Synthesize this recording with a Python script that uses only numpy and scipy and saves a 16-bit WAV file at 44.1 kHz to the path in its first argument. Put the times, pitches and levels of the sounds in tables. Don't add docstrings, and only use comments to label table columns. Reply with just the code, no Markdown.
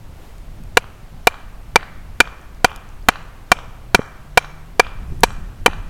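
import sys
import numpy as np
from scipy import signal
from scipy.fft import rfft, irfft, next_fast_len
from scipy.io import wavfile
from scipy.ndimage import uniform_filter1d

SR = 44100
rng = np.random.default_rng(int(sys.argv[2]) if len(sys.argv) > 2 else 0)


def makeup_ratio(level_db):
    decades = np.asarray(level_db, float) / 20
    return 10 ** decades


def store_wav(level_fs):
    pcm = np.round(np.clip(np.atleast_2d(level_fs), -1, 1) * 32767)
    wavfile.write(sys.argv[1], SR, pcm.T.astype(np.int16))


N = 259749

# start_s, club_db, steel_db, splinter_db, thump_db (into the ground)
BLOWS = [(0.771, 1, -2, 3, -12), (1.271, -3.5, 1, 2, -24.5), (1.758, 3.5, 4.5, -2.5, 3.5),
         (2.203, 7, 8, 3.5, 9), (2.645, -0.5, -1, 2, 2.5), (3.086, 6, -3.5, 3.5, 7.5),
         (3.517, 5, 2.5, 3, 6.5), (3.946, 6, 3.5, 5.5, 11.5), (4.374, 4, 5.5, 6, 0),
         (4.796, 3, 5.5, -0.5, -3), (5.234, 2.5, -0.5, 9, -12.5), (5.661, -2, 1.5, 2.5, 0.5)]
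# pitch_hz, microphone_db, t60_s, trees_db (sent towards the trees)
LOG_MODES = [(508, -0.5, 0.015, -3.5), (600, 1, 0.013, 2), (753.2, 8.5, 0.014, -30)]
THUMP_MODES = [(136, -18, 0.029, -21.5), (201, -15.5, 0.024, -33.5), (383, -2, 0.015, -13)]
GRAIN_MODES = [(959, 3.78, .015, 3.5), (1120, 4.5, 0.0096, -6)]
CLUB_MODES = [(1286.5, 0.5, 0.015, -7), (1459.5, 8.5, 0.014, 1.5), (1650, 1.5, 0.016, -10),
              (1989, -2.5, 0.014, 0.5)]
STEEL_MODES = [(2360, 2.5, 0.026, 3), (2360, -60, 0.098, -45), (4510, -1.5, 0.014, -5.5),
               (6250, -33.5, 0.029, -24)]
SPLINTER_MODES = [(2685, -6, 0.016, -3.5), (3602, -11, 0.015, -8.5), (4000, -7.5, 0.015, -1.5),
                  (5400, -5.5, 0.0033, 2.5), (6310, -19.5, 0.018, -14)]
# frequency_hz, level_db
SNAP_SPECTRUM = [(300, 3), (600, 11), (1000, 15.5), (1700, 4.5), (2600, 4.5), (3300, 2), (4500, -5),
                 (8000, -16)]
REBOUND_STARTS = [.203, 3.9927, 5.6797]
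# level_db, pitch_hz, t60_s
REBOUNDS = [
    (-42, 300, .02),
    (-12.5, 437, 0.017),
    (-8.5, 500, 0.018),
]
# delay_s, level_db, centre_hz, width_hz
TRUNKS = [(0.018, -5, 2490, 2000), (0.04, -5, 1596, 400), (0.0513, -4.5, 2800, 800), (0.0708, 0, 1320, 550),
          (0.0723, -2, 4000, 900), (.087, -14, 1000, 395), (0.118, -28, 1500, 600)]
# frequency_hz, t60_s
FOREST_T60 = [(200, .5), (600, 0.81), (1500, 1.08), (3000, 0.7147), (6000, 0.58), (12000, 0.43)]
# frequency_hz, level_db
FOREST_COLOUR = [(150, -22), (400, -5.5), (1600, -2), (3200, -4), (5000, -8.5), (7500, -5.5),
                 (10000, -10.5), (16000, -30.5)]
# start_s, peak_db, centre_hz, width_hz
TICKS = [(.32, -58, 9400, 5000), (.382, -45, 9140, 4000), (0.637, -41.5, 8550, 5100),
         (2.414, -47, 8400, 2970), (2.547, -45, 5400, 1500), (2.6825, -46, 11100, 4000),
         (2.705, -38, 13000, 3000), (2.7612, -29.5, 9000, 4000), (2.89, -44, 6000, 2500),
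         (3.026, -44, 5200, 600), (3.23, -50.5, 7700, 1000), (5.207, -30, 11700, 4000),
         (5.328, -44, 12200, 3000)]
# time_s, strength_db
WIND = [(0.0, -38.5), (0.29, -39.5), (0.7, -33.5), (1.02, -41), (1.4, -38.5), (2.13, -36), (2.43, -41.5),
        (2.92, -37), (3.3, -40.5), (3.69, -38), (4.46, -41), (4.75, -36), (4.98, -33.5), (5.11, -25.5),
        (5.24, -27), (5.45, -33), (5.8, -29), (5.89, -31.5)]
# frequency_hz, level_db (per Hz)
GUST_SPECTRUM = [(15, -7), (30, 8.5), (45, -7), (65, -11.5), (90, -10), (140, -34), (250, -68)]
FLUTTER_SPECTRUM = [(50, -19.5), (90, 5), (130, 4), (200, -1.5), (280, -9.5), (400, -14), (700, -42.5)]
LEAF_SPECTRUM = [(200, 0.5), (300, -3), (700, -3), (1500, -10), (2700, -14), (5500, -21), (10000, -24),
                 (16100, -15)]
# time_s, pitch_hz, level_db
HUM = [
    (3.7, 112, -54),
    (3.88, 120, -41.5),
    (4.15, 140, -48.5),
    (4.5, 144.7, -42.5),
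    (4.68, 161.3, -45),
    (4.95, 161.3, -61.5),
]
# frequency_hz, level_db
MIC_TOP = [(9000, 1), (13000, -3.5), (15500, -12.5), (17000, -7.5), (19000, -40)]


def evened(x):
    return x / np.sqrt(np.mean(x ** 2) + 1e-20)


def fade(t, t60):
    return 1000. ** (-t / t60)


def read(points, hz):
    f, value = np.transpose(points)
    return np.interp(np.log(hz + 1), np.log(f + 1), value)


def over_time(rows, column):
    rows = np.array(rows)
    return np.interp(np.arange(N) / SR, rows[:, 0], rows[:, column])


def add(mix, start_s, sound):
    part = mix[round(start_s * SR):][:len(sound)]
    part += sound[:len(part)]


def colour(x, points):
    size = next_fast_len(len(x))
    gain = makeup_ratio(read(points, np.fft.rfftfreq(size, 1 / SR)))
    return irfft(rfft(x, size) * gain, size)[:len(x)]


def band(hz, centre_hz, width_hz):
    return np.exp(-.5 * ((hz - centre_hz) / width_hz) ** 2)


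def noise(points, patchy_db, size):
    hop = size // 4
    hz = np.fft.rfftfreq(size, 1 / SR)
    real, imaginary, patches = rng.standard_normal((N // hop + 5, len(hz), 3)).T
    patches = uniform_filter1d(patches, size=9, axis=0)
    patches = evened(uniform_filter1d(patches, size=5, axis=1))
    spectra = (real + 1j * imaginary) * makeup_ratio(read(points, hz)[:, None] + patchy_db * patches)
    return evened(signal.istft(spectra, nperseg=size, noverlap=size - hop)[1][:N])


def ring(modes, db, t, spread_db=2.0, detune=0.0098, rise_s=0.000084, aside_t60=0.013):
    hz, near_db, t60, far_db = np.transpose(modes)[:, :, None]
    pitch, phase, size = rng.standard_normal((3, len(modes), 1))
    wave = np.sin(2 * np.pi * hz * (1 + detune * pitch) * t + .5 * phase)
    wave = wave * makeup_ratio(db + spread_db * size) * fade(t, t60) * (1 - np.exp(-t / rise_s))
    ahead = (wave * makeup_ratio(near_db)).sum(0)
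    aside = (wave * makeup_ratio(far_db)).sum(0) * fade(t, aside_t60)
    return np.array([ahead, aside])


def log_ring(thump_db, t):
    return ring(LOG_MODES, 3, t) + ring(THUMP_MODES, thump_db, t) + ring(GRAIN_MODES, 5, t)


def steel_ring(steel_db, t):
    sing_db, sing_share = 4, 0.45
    steel = ring(STEEL_MODES, steel_db, t, spread_db=.5, detune=0.0028, rise_s=0.0025, aside_t60=0.035)
    return steel * makeup_ratio([[0], [sing_db - (1 - sing_share) * steel_db]])


def splitting(start_s, splinter_db, t):
    top_hz, top_s, sag_hz_per_s2 = 3150, 3.96, 33.5
    spray_db = 7.5
    split_hz = top_hz - sag_hz_per_s2 * (start_s - top_s) ** 2
    splinter = ring(SPLINTER_MODES + [(split_hz, -5, .018, -8)], splinter_db, t)
    crack = np.diff(rng.standard_normal(len(t) + 1))
    crack = crack * makeup_ratio(splinter_db - 6.0) * fade(t, 0.013)
    rasp = uniform_filter1d(rng.standard_normal(len(t)), size=3)
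    rasp = rasp * makeup_ratio(splinter_db - 19.5) * fade(t, 0.045)
    return (splinter + crack + rasp) * makeup_ratio([[0], [spray_db]])


def blows():
    overload_db, wood_aside_db = 3.5, -10
    through_s, through_db = .0043, -14
    shallow_db, seated_s = -7, 0.62
    near, far, t = np.zeros(N), np.zeros(N), np.arange(8192) / SR
    contact = np.roll(t == 0, 64) * makeup_ratio(21.5)
    snap = np.roll(colour(contact, SNAP_SPECTRUM), -32)
    for start_s, club_db, steel_db, splinter_db, thump_db in BLOWS:
        log = log_ring(thump_db, t)
        club = ring(CLUB_MODES, club_db, t)
        splinter = splitting(start_s, splinter_db, t)
        lag = round(through_s * (1 + 0.025 * rng.standard_normal()) * SR)
        again = np.roll(log + makeup_ratio(-6.5) * (club + splinter), lag, axis=1)
        wood = log + club + splinter + makeup_ratio(through_db) * again
        ahead, aside = makeup_ratio([[0], [wood_aside_db]]) * wood + steel_ring(steel_db, t)
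        aside = aside + snap
        carry_db = shallow_db * np.exp(-(start_s - BLOWS[0][0]) / seated_s)
        add(near, start_s, makeup_ratio(overload_db) * ahead)
        add(far, start_s, makeup_ratio(carry_db) * aside / np.linalg.norm(aside))
    return near, far


def rebounds():
    partials = [(.6, -5.5), (1, 3.5), (1.7, -5.5), (2.6, -8.5), (3.8, -12.5), (7.2, -30)]  # ratio, dB
    out, t = np.zeros(N), np.arange(3000) / SR
    for start_s, (db, hz, t60) in zip(REBOUND_STARTS, REBOUNDS):
        modes = [(ratio * hz, partial_db, t60, 0) for ratio, partial_db in partials]
        ahead, _ = ring(modes, db, t, spread_db=6.0, detune=0.0049, rise_s=0.00048)
        add(out, start_s, ahead)
    return out


def trunks(x):
    out, size = np.zeros(N), next_fast_len(N)
    spectrum, bins = rfft(x, size), np.fft.rfftfreq(size, 1 / SR)
    for delay_s, db, hz, width_hz in TRUNKS:
        add(out, delay_s, makeup_ratio(db) * irfft(spectrum * band(bins, hz, width_hz), size))
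    return out


def scattered_tail(start_s=0.004, rise_s=0.024):
    taps, spacing = np.zeros(SR), 22
    at = np.arange(0, SR - spacing, spacing)
    at = at + rng.integers(0, spacing, len(at))
    taps[at] = rng.choice([-1., 1.], len(at)) * makeup_ratio(4.1 * rng.standard_normal(len(at)))
    hz, u, spectra = signal.stft(evened(taps), SR, nperseg=256)
    swell = 1 - np.exp(-np.maximum(u - start_s, 0) / rise_s)
    decay = fade(u, read(FOREST_T60, hz)[:, None])
    return signal.istft(spectra * swell * decay, SR, nperseg=256)[1]


def forest(x, tail_db=-30):
    out, t = trunks(x), np.arange(N) / SR
    for k in range(3):
        turn = np.sqrt(2 / 3) * np.cos(2 * np.pi * (t / 1.3 + k / 3))
        out += makeup_ratio(tail_db) * signal.fftconvolve(x * turn, scattered_tail())[:N]
    return colour(out, FOREST_COLOUR)


def fire(t60=0.0064):
    out, t = np.zeros(N), np.arange(800) / SR
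    bins = np.fft.rfftfreq(len(t), 1 / SR)
    for start_s, db, hz, width_hz in TICKS:
        puff = irfft(rfft(rng.standard_normal(len(t))) * band(bins, hz, width_hz))
        add(out, start_s, makeup_ratio(db) * fade(t, t60) * evened(puff))
    return out


def wind():
    gust_db, flutter_db, calm_db = 1.5, -47.5, -38
    strength_db = over_time(WIND, column=1)
    gust = makeup_ratio(strength_db + gust_db) * noise(GUST_SPECTRUM, patchy_db=0.5, size=2048)
    flutter = noise(FLUTTER_SPECTRUM, patchy_db=2.5, size=1024)
    return gust + makeup_ratio(flutter_db + strength_db - calm_db) * flutter


def leaves():
    level_db, settle_db_per_s2 = -48.5, -0.0106
    rustle_s, rustle_length_s, rustle_db = .25, .07, 3
    t = np.arange(N) / SR
    db = level_db + settle_db_per_s2 * t ** 2 + rustle_db * band(t, rustle_s, rustle_length_s)
    return makeup_ratio(db) * noise(LEAF_SPECTRUM, patchy_db=0.63, size=512)


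def hum():
    waver = 1 + .022 * evened(uniform_filter1d(rng.standard_normal(N), size=3000))
    phase = 2 * np.pi * np.cumsum(over_time(HUM, column=1) * waver) / SR
    return makeup_ratio(over_time(HUM, column=2)) * np.sin(phase)


def scene():
    near, far = blows()
    soft = rebounds()
    echoes = forest(far + 0.081 * soft)
    return (near + soft + echoes + fire() + wind() + leaves() + hum())[None]


def roll_off(x):
    return signal.sosfilt(signal.butter(12, 16260, fs=SR, output="sos"), x)


def record(dry):
    ceiling = .96
    clipped = np.clip(dry, -ceiling, ceiling)
    mix = np.array([colour(channel, MIC_TOP) for channel in clipped])
    return roll_off(mix)


dry = scene()
out = record(dry)
store_wav(out)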